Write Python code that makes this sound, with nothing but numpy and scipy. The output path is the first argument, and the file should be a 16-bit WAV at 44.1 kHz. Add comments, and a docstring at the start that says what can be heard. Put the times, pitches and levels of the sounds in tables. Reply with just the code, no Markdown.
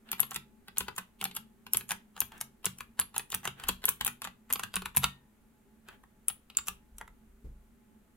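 """Under steady room air and a faint, swelling fan hum, a hand taps a clicky keyboard on a desk.
Strokes are made of finger touches, switch snaps, bottom hits, some resets, and springing back.
Struck plastic modes make the keys, low damped modes the thumps of the desk, filtered noise the rubs.
The hand starts at the left, goes to the middle and back, then ends a little right of the middle.
At five seconds a hard release leaves a spring pinging; late strokes are sparse; an arm drags off the desk."""
import sys
import numpy as np
from scipy import signal
from scipy.fft import rfft, irfft
from scipy.io import wavfile
from scipy.ndimage import uniform_filter1d, map_coordinates

SR = 44100
rng = np.random.default_rng(int(sys.argv[2]) if len(sys.argv) > 2 else 0)


def wav_out(sig):
    """Save sig, one row per channel (or a flat mono array), as 16-bit PCM at SR to the path in sys.argv[1]."""
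    wavfile.write(sys.argv[1], SR, np.round(np.clip(np.atleast_2d(sig).T, -1, 1) * 32767).astype(np.int16))


N = 359856  # samples

# a finger lands on a cap or nudges a neighbour: [t/s, blow level/dB, keycap over case/dB]
TOUCHES = [(.089, -43.5, 7), (0.1956, -24.5, -2.5), (0.6822, -35.5, 1.5), (.771, -30.5, 6),
           (1.2128, -25, 12), (1.226, -30, -20), (1.312, -38.5, 10), (1.666, -34.5, 1), (1.809, -34, 3.5),
           (2.165, -36, -2), (2.177, -36.5, -5.5), (2.3195, -39.5, -2.5), (2.645, -29, 2),
           (2.992, -24.5, -3.5), (3.1433, -37.5, -5), (3.4316, -41.5, -4), (3.598, -35, 0),
           (3.6373, -29.5, 1), (3.6725, -37, -7), (3.8401, -26, 0.5), (4.01, -20.5, 3.5),
           (4.5017, -29, -13), (4.5076, -29.5, 2), (4.74, -27.5, 4), (4.82, -32, 0.5),
           (4.9493, -36.5, -4.5), (5.886, -37, -1.5), (6.037, -46.5, -13), (6.5, -39.5, 8.5),
           (6.55, -46, 12), (7.0778, -42, -12)]
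# the key hits bottom and the finger's weight reaches the desk:
# [t/s, blow level/dB, desk thump/dB, boom of the hollow case/dB]
BOTTOMS = [(0.129, -24, -54.5, -69), (0.23, -26, -64, -73), (0.806, -23, -47, -48),
           (1.253, -23, -55.5, -63), (1.746, -23.5, -49.5, -50), (2.217, -26, -52.5, -52.5),
           (2.664, -22.5, -44.5, -44), (3.013, -27, -75, -78), (3.195, -28, -74, -61),
           (3.342, -23.5, -50.5, -56), (3.475, -20.5, -48.5, -45.5), (3.69, -16, -45, -37),
           (3.883, -19.5, -54, -47), (4.062, -23, -62.5, -58), (4.557, -25, -54.5, -49),
           (4.765, -20, -41.5, -50), (4.97, -21.5, -37, -53.5), (6.3, -31, -61.5, -76),
           (6.586, -26.5, -57.5, -68)]
# the spring throws the key back against its top stop:
# [t/s, blow level/dB, keycap over case/dB, contact tick/dB]
RELEASES = [(0.3157, -30.5, -2.5, -45), (.3603, -24, 6.5, -31), (0.8825, -26.5, -3, -43.5),
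            (0.9806, -25, -4, -34), (0.9846, -30, 0, -37), (1.3645, -34.5, 7, -30.5),
            (1.368, -28.5, 1, -41), (1.9073, -23, 4.5, -29.5), (1.917, -23, -3.5, -29),
            (2.4118, -29.5, -0.5, -29), (2.806, -30, -1, -39.5), (3.163, -26.5, -0.5, -33),
            (3.3202, -29.5, 17, -35), (3.3271, -30, -1.5, -43), (3.453, -23.5, -5, -32),
            (4.0772, -24, -0.5, -30), (4.2184, -30, 0, -38), (4.2428, -30.5, 7, -39.5),
            (4.249, -28, -2.5, -40.5), (4.2727, -30.5, -2, -46), (4.595, -26, -3, -36),
            (4.6347, -24, 1, -33.5), (4.8573, -24.5, 1, -36), (5.033, -25.5, -3, -36),
            (5.0415, -13, 4.5, -23), (6.683, -24, 3, -28), (7.0119, -31, -13, -50.5)]


def snaps(click_db=-8.5, cap_db=-40.0, case_db=-47.0, split=0.0043, slide_db=-40.5):
    """Sudden release of stored strain: the click piece gives a bright burst and a close pair of high modes."""
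    # half way down the click piece snaps:
    # [t/s, level before click_db/dB, ring f/Hz, ring over burst/dB, left over right/dB]
    snap_events = [(.1163, -17.5, 12960, 5.5, 1.5), (.203, -7, 11390, 7.5, 4),
                   (0.7829, -12, 11550, -6.5, 2), (1.241, -16, 11560, 4.5, 0),
                   (1.7345, -9.5, 11500, 4.5, 3), (1.7707, -11, 11420, 3, 0),
                   (2.2043, -10, 11860, 2.5, 4.5), (2.656, -13, 9870, -10, 1.5),
                   (2.998, -9, 11150, 11.5, -0.5), (3.18, -13.5, 10140, 1, 1),
                   (3.3469, -16.5, 10940, -11, 0), (3.6863, -13, 11700, 0, 2),
                   (3.8544, -10.5, 11460, 2.5, 2), (3.89, -10.5, 11900, -4, .5),
                   (4.0478, -17, 12750, 0, 2.5), (4.0667, -14, 11040, 5.5, 4), (4.526, -13, 11530, 3, 1.5),
                   (4.535, -12.5, 11840, 5, 2), (4.7569, -16, 9700, 4, 0.5), (4.964, -16, 11600, 1, 4),
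                   (4.97, -7.5, 11520, 7, -1), (4.9773, -14.5, 11140, 0, 6.5),
                   (6.2832, -10, 10080, 5, -0.5), (6.5704, -9.5, 7330, 11, -3)]
    # mode strength of the burst: [f/Hz, level/dB]
    burst_spectrum = [(5200, -11), (7000, -5), (8500, -3.5), (9700, 2), (11500, -6.5), (12700, -8),
                      (14000, -2), (16300, -10)]
    out = np.zeros((2, N))
    for s, db, hz, ring_db, pan_db in snap_events:
        burst = plastic(burst_spectrum, t60=0.014, rise_s=0.00012, disorder=1.7, count=70)
        pair_hz = hz * np.array([1, 1 - split])
        tone = ring(pair_hz, np.array([1, .5]), t60=0.012, rise_s=0.00016, disorder=0.35)
        click = (burst + amp(ring_db) * tone) / np.hypot(1, amp(ring_db))
        add(out, s, amp(db + click_db) * click + clatter(case_db, cap_db), pan_db)
        slide(out, s, burst, db + slide_db)
    return out


def knocks(chatter_db=-8.5, slide_db=-11.0, first_touch_db=-3.5, stroke_s=0.054):
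    """Impact: cap and stem strike their stops with a hard tick, a clatter and a weaker rebound of the cap."""
    # mode strength of the contact tick: [f/Hz, level/dB]
    tick_spectrum = [(5200, -8), (7200, 1), (8500, -1.5), (10000, -1.5), (11500, 4.5), (12600, -5),
                     (14000, -5), (16300, -10.5)]
    out = np.zeros((2, N))
    rows = blows()
    for s, case_db, cap_db, tick_db in rows:
        tick = plastic(tick_spectrum, t60=0.018, rise_s=0.0003, disorder=2.4, count=70)
        blow = clatter(case_db, cap_db) + amp(tick_db) * tick
        add(out, s, blow, rng.normal(0.67, 1))
        rebound_s = s + rng.uniform(0.0011, 0.0036)
        add(out, rebound_s, amp(chatter_db) * clatter(case_db, cap_db))
        at_rest = not any(0 < s - row[0] < stroke_s for row in rows)
        slide(out, s, blow, slide_db + first_touch_db * at_rest)  # a key at rest rubs a little less
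    return out


def blows():
    """Every impact of the strokes shares its level: rows of [t/s, case knock/dB, keycap clack/dB, tick/dB]."""
    # a slowly rising key resets its click piece ahead of the top stop: [t/s, blow level/dB]
    reset_events = [(0.309, -26), (0.3441, -24.5), (0.9627, -30.5), (1.3506, -29), (1.8911, -24.5),
                    (2.379, -43), (2.7851, -32), (3.3024, -29), (6.6702, -29), (6.9828, -31)]
    # what each part takes of a blow (dB relative to the blow level)
    touch_body_db, touch_tick_db, release_body_db = -9, -12.5, -8.5
    bottom_case_db, bottom_cap_db, bottom_tick_db = -14.5, -11, -14.5
    reset_case_db, reset_cap_db, reset_tick_db = -28.5, -26, -12
    rows = []
    for s, db, cap_over_db in TOUCHES:
        rows.append((s, *shared(db + touch_body_db, cap_over_db), tick_of(db) + touch_tick_db))
    for s, db, _, _ in BOTTOMS:
        rows.append((s, db + bottom_case_db, db + bottom_cap_db, tick_of(db) + bottom_tick_db))
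    for s, db in reset_events:
        rows.append((s, db + reset_case_db, db + reset_cap_db, db + reset_tick_db))
    for s, db, cap_over_db, tick_db in RELEASES:
        rows.append((s, *shared(db + release_body_db, cap_over_db), tick_db))
    return rows


def tick_of(db, usual_db=-25.5, brighten=.3):
    """Harder contact is brighter: the tick gains brighten dB more than the blow per dB."""
    return db + brighten * (db - usual_db)


def shared(db, cap_over_db):
    """Power division: splits the level of a blow into (case dB, keycap dB)."""
    case_db = db - 20 * np.log10(np.hypot(1, amp(cap_over_db)))
    return case_db, case_db + cap_over_db


def clatter(case_db, cap_db):
    """Superposition of two struck bodies: the case knocks and the hollow keycap clacks."""
    # strength of the crowded plastic modes of each part: [f/Hz, level/dB]
    case_spectrum = [(400, -4.5), (620, -25.5), (810, -2.5), (1100, 2), (1350, 1), (1650, -3.5), (2100, -7)]
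    cap_spectrum = [(2100, -9), (2500, -1), (3050, -0.5), (3600, -3.5), (4200, -8.5), (5200, -10.5)]
    case = plastic(case_spectrum, t60=0.03, rise_s=.0005, disorder=1.91, count=16)
    cap = plastic(cap_spectrum, t60=0.021, rise_s=.0003, disorder=1.6, count=26)
    return amp(case_db) * case + amp(cap_db) * cap


def plastic(spectrum, t60, rise_s, disorder, count, spread_db=4.0):
    """High modal density: a plastic part rings with count modes, placed anew for every blow."""
    low_hz, high_hz = spectrum[0][0], spectrum[-1][0]
    hz = low_hz + (high_hz - low_hz) * (np.arange(count) + rng.random(count)) / count
    gains = amp(read(spectrum, hz) + spread_db * rng.standard_normal(count))
    return ring(hz, gains, t60, rise_s, disorder)


def ring(hz, gains, t60, rise_s, disorder, scatter_hz=11000, port_lag_s=.00003, size=2048, count=176):
    """Modal synthesis: damped struck modes at two microphone ports, rms 1 over the first count samples."""
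    t = np.arange(size) / SR
    # the modes start partly in step, which gives the first crack
    phase = disorder * rng.standard_normal(len(hz)) - 2 * np.pi * hz * 2 * rise_s
    # short waves leave a key in lobes, so the ports hear them out of step
    lag = 2 * np.pi * hz * port_lag_s * rng.standard_normal()
    skew = lag + np.minimum(hz / scatter_hz, 1) * rng.standard_normal(len(hz))
    weights = gains * np.exp(1j * np.array([phase + skew / 2, phase - skew / 2]))
    # each mode goes to its nearest Fourier line
    lines = np.zeros((2, size), complex)
    np.add.at(lines, (slice(None), np.round(hz * size / SR).astype(int) % size), weights)
    envelope = amp(-60 * t / t60) * (1 - np.exp(-(t / rise_s) ** 2))
    sound = np.fft.ifft(lines).real * envelope
    return sound / np.sqrt(np.mean(sound[:, :count] ** 2))


def slide(out, s, sound, db, swell_s=0.0055, share=0.019, size=1100):
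    """Stick-slip friction: the stem rubs in its guide, and ever stronger tiny slips ring the same key."""
    slips = rng.standard_normal(size) * (rng.random(size) < share)
    before_stop_s = (np.arange(size) - size) / SR
    slips *= np.exp(before_stop_s / (swell_s * rng.uniform(0.32, 2)))
    slips *= amp(db) / np.linalg.norm(slips)
    add(out, s - size / SR, signal.fftconvolve(sound, slips[None], axes=1))


def spring(s=5.042, hz=1840, db=-49.0, t60=0.36):
    """Free damped oscillation: the hardest release leaves a switch spring pinging as one decaying sine."""
    out, t = np.zeros((2, N)), np.arange(SR) / SR
    add(out, s, amp(db - 60 * t / t60) * np.sin(2 * np.pi * hz * t))
    return out


def rubs(grain_db=1.0, size=200):
    """Friction noise: skin drags over the caps, catching unevenly."""
    # a fingertip slides over the caps: [t/s, length/s, level/dB]
    rub_events = [(0.035, 0.13, -58.5), (2.288, 0.13, -55), (3.536, 0.19, -52), (5.838, 0.15, -58)]
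    # colour of the friction: [f/Hz, level/dB]
    rub_spectrum = [(600, -8), (900, -4), (1300, -4.5), (1650, 0), (2100, -9.5), (3200, -8), (5000, -25.5),
                    (15000, -21.5)]
    stroke = np.zeros((2, N))
    for s, length_s, db in rub_events:
        add(stroke, s, amp(db) * np.hanning(round(length_s * SR)))
    catch = amp(grain_db * unit(uniform_filter1d(rng.standard_normal(N), size)))
    return stroke * unit(catch) * noise(lambda f: amp(read(rub_spectrum, f)))


def desk(rise_s=0.0033, spread_db=5.0, tilt_db=6., even_place=0.22, size=16000, count=900):
    """Driving-point excitation: pushes rock the keyboard on the desk and boom in its case, by key place."""
    # the keyboard on its feet and the desk top: [f/Hz, level/dB, t60/s]
    desk_modes = [(60, 0, .22), (86.6, -6, 0.31), (109, -6, 0.28), (136, -3, 0.41), (186.8, 0.5, 0.29),
                  (239.3, -9.5, 0.41)]
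    # mode strength of the hollow case: [f/Hz, level/dB]
    hollow_spectrum = [(240, -7), (320, -7.5), (400, 5), (490, 2), (550, -8)]
    out, t = np.zeros((2, N)), np.arange(size) / SR
    hz, db, t60 = np.transpose(desk_modes)[:, :, None]
    for s, thump_db, boom_db in pushes():
        weight, skew = rng.standard_normal((2, len(desk_modes), 1))
        phase = 2 * np.pi * hz * t + 0.16 * np.array([skew, -skew])
        # keys on the left favour the higher modes
        lean_db = tilt_db * (place_of(s) - even_place) * np.log2(hz / hz.mean())
        envelope = amp(db + lean_db + spread_db * weight - 60 * t / t60)
        modes = envelope * np.sin(phase) * rng.choice([-1, 1], hz.shape)
        thump = modes.sum(1) * (1 - np.exp(-t / rise_s))
        add(out, s, amp(thump_db) * thump / np.sqrt(np.mean(thump[:, :count] ** 2)))
        boom = plastic(hollow_spectrum, t60=.055, rise_s=0.0017, disorder=0.72, count=6)
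        add(out, s, amp(boom_db) * boom)
    return out


def pushes(touch_desk_db=-27.5, release_desk_db=-29.5, light_boom_db=-36.5):
    """Transmitted force: bottoming has its own levels, touches and releases a share: [t/s, thump/dB, boom/dB]."""
    rows = [(s, thump_db, boom_db) for s, _, thump_db, boom_db in BOTTOMS]
    rows += [(s, db + touch_desk_db, db + light_boom_db) for s, db, _ in TOUCHES]
    return rows + [(s, db + release_desk_db, db + light_boom_db) for s, db, _, _ in RELEASES]


def sways(sway_hz=31, upper_hz=58, upper_db=-1.0, t60=.7, rise_s=0.0061):
    """Low-order modes: the whole desk rocks in two, each time 2 to 10 % below the nominal frequencies."""
    # the hand leans on or leaves the board and the desk sways: [t/s, level/dB]
    sway_events = [(3.641, -45.5), (2.66, -67), (4.77, -50.5), (6.692, -55.5), (6.921, -51), (7.079, -53.5),
                   (7.27, -53), (7.455, -44)]
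    out, t = np.zeros((2, N)), np.arange(SR) / SR
    for s, db in sway_events:
        turns = 2 * np.pi * t * rng.uniform(.9, 0.98)
        modes = np.sin(sway_hz * turns) + amp(upper_db) * np.sin(upper_hz * turns)
        add(out, s, amp(db - 60 * t / t60) * (1 - np.exp(-t / rise_s)) * modes)
    return out


def lift_off(s=7.44, db=-40.0, rise_s=.008, t60=0.31):
    """Broadband friction: the arm drags off the desk with a short, rough, low rumble."""
    # colour of the drag: [f/Hz, level/dB]
    drag_spectrum = [(40, 6), (130, 0), (250, -9), (450, -15), (650, -28), (3000, -45.5)]
    t = np.maximum(np.arange(N) / SR - s, 0)
    envelope = amp(db - 60 * t / t60) * (1 - np.exp(-t / rise_s))
    return envelope * noise(lambda f: amp(read(drag_spectrum, f)))


def ports(x, lead_s=.0001):
    """Inter-port time difference: sound reaches the nearer port first, by lead_s from an end of the board."""
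    n = np.arange(N)
    lead = place_of(n / SR) * lead_s * SR / 2  # samples
    left = map_coordinates(x[0], [n + lead], order=5)
    right = map_coordinates(x[1], [n - lead], order=5)
    return np.array([left, right])


def place_of(s):
    """Linear kinematics: where the hand is on the board at time s."""
    # the path of the hand: [t/s, place from -1 at the right end to 1 at the left]
    hand_path = [(.8, 0.99), (1.8, 0.59), (2.9, 0.13), (4.1, 0.9), (5, 0), (6.5, -.3)]
    return np.interp(s, *np.transpose(hand_path))


def room(x, count=5):
    """Convolution reverberation: several random tails take turns, which keeps the reverberation smooth."""
    turn = np.arange(N) / SR * count  # all tails have had their turn after one second
    out = np.zeros((2, N))
    for k in range(count):
        away = abs((turn - k + count / 2) % count - count / 2)
        fade = np.cos(np.pi / 2 * np.minimum(away, 1))  # equal-power
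        out += signal.oaconvolve(x * fade, reflections(), axes=1)[:, :N]
    return out


def reflections(wet_db=-8.5, echo_s=.0078, echo_db=-22.5, near_db=-2.5, size=16000):
    """Frequency-dependent decay: faint desk scatter, one clear echo off a near surface, a short dense tail."""
    # small room, reverberation time: [f/Hz, t60/s]
    room_decay = [(200, 0.6), (600, 0.1167), (1500, 0.2072), (3500, 0.23), (8000, 0.1867), (15000, 0.17)]
    # small room, colour: [f/Hz, level/dB]
    room_colour = [(200, 2.5), (600, 2), (1500, 0), (3500, -2.5), (8000, -6.5), (15000, -3.5)]
    t = np.arange(size) / SR
    taps = rng.standard_normal((2, size)) * np.where(t < echo_s, amp(near_db), 1)
    hz, at, z = signal.stft(taps, SR, nperseg=128)
    z = z * amp(read(room_colour, hz)[:, None] - 60 * at / read(room_decay, hz)[:, None])
    tail = signal.istft(z, SR, nperseg=128)[1][:, :size]
    tail *= 1 + np.exp(-abs(t - echo_s) / 0.0027)  # reflections around the echo are reinforced
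    tail *= amp(wet_db) / np.linalg.norm(tail[0])
    tail[:, round(echo_s * SR)] += amp(echo_db)
    return tail


def background(air_db=-66, hum_db=1.5, swell_db=3.0):
    """Stationary noise and narrow-band resonance: room air, and the hum of a fan that swells and sinks."""
    # colour of the air: [f/Hz, relative spectral density level/dB]
    air_spectrum = [(20, -11), (45, -7), (90, -15), (170, -17), (230, -12), (320, -19), (520, -25),
                    (950, -29), (1400, -28.5), (2200, -32.5), (5300, -43), (7000, -38), (14000, -37),
                    (16000, -44)]
    # fan hum: [f/Hz, half width at half amplitude/Hz, level before hum_db and swell/dB]
    hum_bands = [(219.4, 13, -68), (396, 14, -78.5), (854, 4.4, -82.5)]
    air = amp(air_db) * noise(lambda f: amp(read(air_spectrum, f)))
    hum = np.zeros((2, N))
    for hz, width, db in hum_bands:
        hum += amp(db) * noise(lambda f: 1 / (1 + ((f - hz) / width) ** 2))
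    swell = noise(lambda f: np.exp(-(f / 2) ** 2))[0]  # slower than a few Hz
    return air + amp(hum_db + swell_db * swell) * hum


def noise(gain):
    """Spatial coherence: stereo noise of rms 1 with the spectrum gain(Hz), nearly mono in the bass."""
    # left-right likeness: [f/Hz, coherence from 0 to 1]
    likeness = [(50, 1), (300, 0.75), (1000, 0.41), (3000, 0.16), (15000, 0.085)]
    hz = np.fft.rfftfreq(N, 1 / SR)
    a, b = rfft(rng.standard_normal((2, N)))
    same = np.clip(read(likeness, hz), 0, 1)
    pair = np.array([a, same * a + np.sqrt(1 - same ** 2) * b])
    return unit(irfft(pair * gain(hz), N))


def amp(db):
    """Logarithmic level: decibels to amplitude gain."""
    return 10 ** (np.asarray(db) / 20)


def unit(x):
    """Root-mean-square normalization: scales to rms 1."""
    return x / np.sqrt(np.mean(x ** 2) + 1e-20)


def read(points, hz):
    """Logarithmic frequency scale: joins (Hz, value) points by straight lines on it."""
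    f, value = np.transpose(points)
    return np.interp(np.log(hz + 1), np.log(f + 1), value)


def add(mix, s, sound, pan_db=0):
    """Linear superposition: mixes a sound in at time s, leaning left for positive pan_db."""
    part = mix[:, max(round(s * SR), 0):][:, :sound.shape[-1]]
    lean = amp([[pan_db / 2], [-pan_db / 2]])
    part += (unit(lean) * sound)[:, :part.shape[1]]


def scene():
    """Direct plus reverberant field: the keys with their room, then the desk and the background."""
    keys = ports(snaps() + knocks() + rubs() + spring())
    return keys + room(keys) + desk() + sways() + lift_off() + background()


def record(dry, edge_hz=16200):
    """Band limitation: a linear-phase low-pass filter removes the top of the treble."""
    lowpass = signal.firwin(201, edge_hz, window=("kaiser", 9), fs=SR)
    return signal.oaconvolve(dry, lowpass[None], "same")


dry = scene()
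out = record(dry)
wav_out(out)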